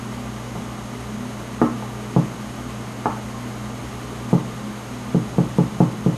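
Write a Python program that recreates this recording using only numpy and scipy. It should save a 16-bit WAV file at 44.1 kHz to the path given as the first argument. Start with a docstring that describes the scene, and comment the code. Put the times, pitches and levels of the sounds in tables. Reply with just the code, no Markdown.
"""Dull thuds and a few clacks: a tin can of powder, tipped over a bowl, is knocked again and again.
Each knock rings one panel and the damped body; hard contact lets the steel clack through.
Kitchen table, cupboards and walls throw each knock back.
An appliance hums under the steady hiss and faint whine of a small camera close by."""
import sys
import numpy as np
from scipy import signal
from scipy.fft import rfft, irfft, next_fast_len
from scipy.io import wavfile
from scipy.ndimage import map_coordinates

SR = 44100
rng = np.random.default_rng(int(sys.argv[2]) if len(sys.argv) > 2 else 0)


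def unload_audio(sound):
    """Save the sound as a 16-bit wav file, at the path given as the first command line argument."""
    columns = np.transpose(np.atleast_2d(sound))
    # keep every value between -1 and 1, then stretch to whole-number steps
    steps = np.round(np.clip(columns, -1, 1) * 32767)
    wavfile.write(sys.argv[1], SR, steps.astype(np.int16))


N = 272097

# room air spectrum: f/Hz, relative density/dB
AIR_SPECTRUM = [(25, -12), (45, -13), (62, 4.5), (80, -9), (105, -7), (140, -1.5), (200, 0), (300, -0.5),
                (450, -5), (800, -6), (1250, -9), (1500, -9.5)]
# microphone hiss spectrum: f/Hz, relative density/dB
HISS_SPECTRUM = [(1500, -2.5), (2000, 1.5), (2600, -3), (3050, -2.5), (3500, -5.5), (5000, -9),
                 (6500, -9.5), (7900, -12), (8650, -9.5), (9300, -13.5), (12400, -15)]
# camera electronics: f/Hz, rms level/dB
WHINE_TONES = [(2939, -61), (3898, -63), (5243, -76), (5512, -73), (5857, -67), (6433, -56), (6821, -60),
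               (7348, -68), (8403, -74), (9760, -72), (9986, -72), (12064, -76)]
# mains and motor: f/Hz, rms level/dB, unsteady power share/0-1, width/Hz
HUM_TONES = [(59.1, -47.5, 0.05, 4.82), (65.9, -51, 1, 12), (120.5, -36, 0.03, 2.74), (208.8, -37, 0.3, 12),
             (242, -42, 0.78, 9), (245, -44.5, 1, 9.7), (414, -50.5, 0.42, 6), (1066, -54, 1, 11),
             (1167, -53, 1, 28), (1213, -52.5, 0.96, 25)]
# first echoes off table, cupboards, walls: delay/s, level/dB
EARLY_ECHOES = [(.0042, -0.7), (.00887, -9.5), (0.0114, -5), (0.0138, -3.5), (0.0208, -3.5),
                (0.0277, -10.5)]
# standing waves: f/Hz, gain at resonance/dB, t60/s
ROOM_MODES = [(101.7, 4.5, 0.082), (129.9, 2, 0.91), (169.1, -0.5, 0.48), (233.8, 15.5, 0.34),
              (306.1, 13.5, 0.19)]
# diffuse decay: f/Hz, t60/s
TAIL_DECAY = [(150, 0.73), (500, 0.32), (1200, 0.3), (3000, 0.36), (10000, 0.18)]
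# can body, damped by hand and powder: f/Hz, relative level/dB, base t60/s
BODY_MODES = [(317, -3, 0.042), (467, -4.5, 0.022), (538.6, -21.5, 0.13)]
# higher modes of the steel shell: f/Hz, relative level/dB, base t60/s
STEEL_MODES = [(650, -7.5, 0.031), (752, -7, 0.022), (870, -6.5, 0.053), (1057, -4, 0.06),
               (1193, -18.5, 0.16), (1290, -20, 0.28), (1900, -30, 0.022)]
# contact noise spectrum: f/Hz, relative density/dB
CLACK_SPECTRUM = [(100, -21), (200, -7), (400, 2), (700, 1), (900, 12.5), (1250, -22), (1500, -8),
                  (2000, 5.5), (2700, -46), (12000, -32)]
# dull thuds, all struck alike: t/s, strength/dB, panel f/Hz
THUD_KNOCKS = [(2.1633, -2.5, 166), (4.3297, -3, 178), (5.1463, -5, 178.5), (5.383, -4, 175.6),
               (5.5852, -3, 175), (5.804, -2.3, 174), (6.062, -5, 172)]
# hard clacks and light touches, each on another spot: t/s, panel f/Hz, panel t60/s,
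# panel drive/dB, body drive/dB, steel drive/dB, contact cutoff/Hz, steel's freedom to ring/0-1
CLACK_KNOCKS = [(0.554, 178, 0.072, -25, -31, -26, 800, 0.7),
                (1.6162, 240, 0.11, -24.5, -6, -11.5, 1800, 0.92),
                (1.824, 240, 0.032, -39, -36, -23, 905, 0.5),
                (3.0575, 873, 0.037, -15.5, -21.5, -10, 1770, 0.3)]


def amp(db):
    """dB to gain."""
    return 10 ** (np.asarray(db) / 20)


def unit(x):
    """Scale to rms 1."""
    return x / np.sqrt(np.mean(np.abs(x) ** 2) + 1e-20)


def along(points, hz):
    """Interpolate (f/Hz, value) points on a log axis."""
    f, v = np.transpose(points)
    return np.interp(np.log(hz + 1), np.log(f + 1), v)


def filtered(x, response):
    """Apply the gain response(f/Hz)."""
    m = next_fast_len(len(x) + SR // 4)
    return irfft(rfft(x, m) * response(np.fft.rfftfreq(m, 1 / SR)), m)[:len(x)]


def low_cut(x, hz):
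    """Second-order high-pass."""
    return signal.sosfilt(signal.butter(2, hz, "highpass", fs=SR, output="sos"), x)


def noise(spectrum, size):
    """Coloured noise, rms 1."""
    return unit(filtered(rng.standard_normal(size), lambda hz: amp(along(spectrum, hz))))


def wobble(rate_hz):
    """Smooth random curve, rate_hz knots a second."""
    position = np.arange(N) * rate_hz / SR + 2
    return map_coordinates(rng.standard_normal(N // 100), [position], mode="mirror")


def fade(t, t60_s):
    """Decay by 60 dB in t60_s."""
    return np.exp(-np.log(1000) * t / t60_s)


def ring(t, hz, t60_s):
    """One struck mode; first swing is away from the listener."""
    return -np.sin(2 * np.pi * hz * t) * fade(t, t60_s)


def air_and_hiss(air_db=-35.5, hiss_db=-43.0, cross_hz=1500, flicker_db=0.52):
    """Room air below the crossover, slightly flickering microphone hiss above."""
    low_share = lambda hz: 1 / (1 + (hz / cross_hz) ** 16)
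    air = unit(filtered(noise(AIR_SPECTRUM, N), lambda hz: np.sqrt(low_share(hz))))
    hiss = unit(filtered(noise(HISS_SPECTRUM, N), lambda hz: np.sqrt(1 - low_share(hz))))
    return amp(air_db) * air + amp(hiss_db + flicker_db * wobble(40)) * hiss


def camera_whine(jitter_rad=1.1, jitter_hz=8.8):
    """Thin tones of the electronics, wandering in phase."""
    t = np.arange(N) / SR
    return sum(amp(db) * unit(np.sin(2 * np.pi * hz * t + jitter_rad * wobble(jitter_hz)))
               for hz, db in WHINE_TONES)


def appliance():
    """Steady mains hum and wavering motor tones."""
    t, out = np.arange(N) / SR, np.zeros(N)
    for hz, db, share, width_hz in HUM_TONES:
        drift = unit(wobble(width_hz) + 1j * wobble(width_hz))
        sway = np.sqrt(1 - share) + np.sqrt(share) * drift
        carrier = np.exp(2j * np.pi * (hz * t + rng.random()))
        out += amp(db) * unit(np.real(sway * carrier))
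    return out


def flutter_echoes(count=7, start_s=0.0338, step_s=0.00785, first_db=-15.5, rise_db=0.3):
    """Bounces between facing surfaces, each slightly louder: delay/s, level/dB."""
    return [(start_s + k * step_s, first_db + k * rise_db) for k in range(count)]


def diffuse_tail(t, build_s=0.03, cut_hz=500):
    """Dense reflections build and decay; the bass has too few modes to be diffuse."""
    hz, frames_s, spectra = signal.stft(rng.standard_normal(len(t)), SR, nperseg=256)
    decay = fade(frames_s, along(TAIL_DECAY, hz)[:, None])
    tail = signal.istft(spectra * decay, SR, nperseg=256)[1][:len(t)]
    tail *= 1 - np.exp(-t / build_s)
    return low_cut(tail / np.linalg.norm(tail), cut_hz)


def kitchen(x, tail_db=-3.0, blur_per_delay=0.0079):
    """Direct sound, echoes, standing waves and diffuse tail."""
    t = np.arange(SR // 2) / SR
    response = np.zeros(len(t))
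    response[0] = 1
    for delay_s, db in EARLY_ECHOES + flutter_echoes():
        blur_s = blur_per_delay * delay_s + 1 / SR  # longer path, duller echo
        echo = np.exp(-0.5 * ((t - delay_s) / blur_s) ** 2)
        response += amp(db) * echo / echo.sum()
    for hz, db, t60_s in ROOM_MODES:
        unity_peak = 2 * np.log(1000) / (t60_s * SR)
        response += amp(db) * unity_peak * ring(t, hz, t60_s)
    return signal.fftconvolve(x, response + amp(tail_db) * diffuse_tail(t))[:N]


def struck(t, modes, t60_scale, scatter_db=1.0):
    """Modes rung together; levels scatter from knock to knock."""
    return sum(amp(db + rng.normal(0, scatter_db)) * ring(t, hz, t60_s * t60_scale)
               for hz, db, t60_s in modes)


def thuds(t60_s=0.058, body_db=-7, steel_db=-8.5, freedom=0.48, base_cutoff_hz=1130, harder_per_db=0.12):
    """Stronger thud: louder, harder contact. Columns as in CLACK_KNOCKS."""
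    return [(at_s, hz, t60_s, db, db + body_db, db + steel_db,
             base_cutoff_hz * np.exp(harder_per_db * db), freedom) for at_s, db, hz in THUD_KNOCKS]


def can(clack_db=-12, clack_t60_s=0.031, tick_db=-34, tick_t60_s=0.011):
    """Each knock rings panel, body and shell; harder contact passes more of the steel's clack."""
    out, t = np.zeros(N + SR), np.arange(SR // 2) / SR
    for at_s, panel_hz, t60_s, panel_db, body_db, steel_db, cutoff_hz, freedom in thuds() + CLACK_KNOCKS:
        panel = amp(panel_db) * ring(t, panel_hz, t60_s)
        body = amp(body_db) * struck(t, BODY_MODES, t60_scale=0.89)
        shell = struck(t, STEEL_MODES, t60_scale=freedom)
        clack = amp(clack_db) * noise(CLACK_SPECTRUM, len(t)) * fade(t, clack_t60_s)
        steel = amp(steel_db) * (shell + clack)
        contact = signal.butter(3, cutoff_hz, fs=SR, output="sos")
        # faint bare-metal tick, muted by a firm grip
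        tick = amp(steel_db + tick_db) * freedom ** 2 * rng.standard_normal(len(t)) * fade(t, tick_t60_s)
        out[round(at_s * SR):][:len(t)] += signal.sosfilt(contact, panel + body + steel) + tick
    return out[:N]


def scene():
    """Knocks in the kitchen over hum, hiss and whine; mono."""
    knocks = low_cut(can(), hz=78.5)  # the knocks are cut below about 80 Hz
    return (kitchen(knocks) + appliance() + air_and_hiss() + camera_whine())[None]


def record(dry):
    """The camera's band limit."""
    top_hz = 12680
    return np.array([filtered(channel, lambda hz: hz < top_hz) for channel in dry])


dry = scene()
out = record(dry)
unload_audio(out)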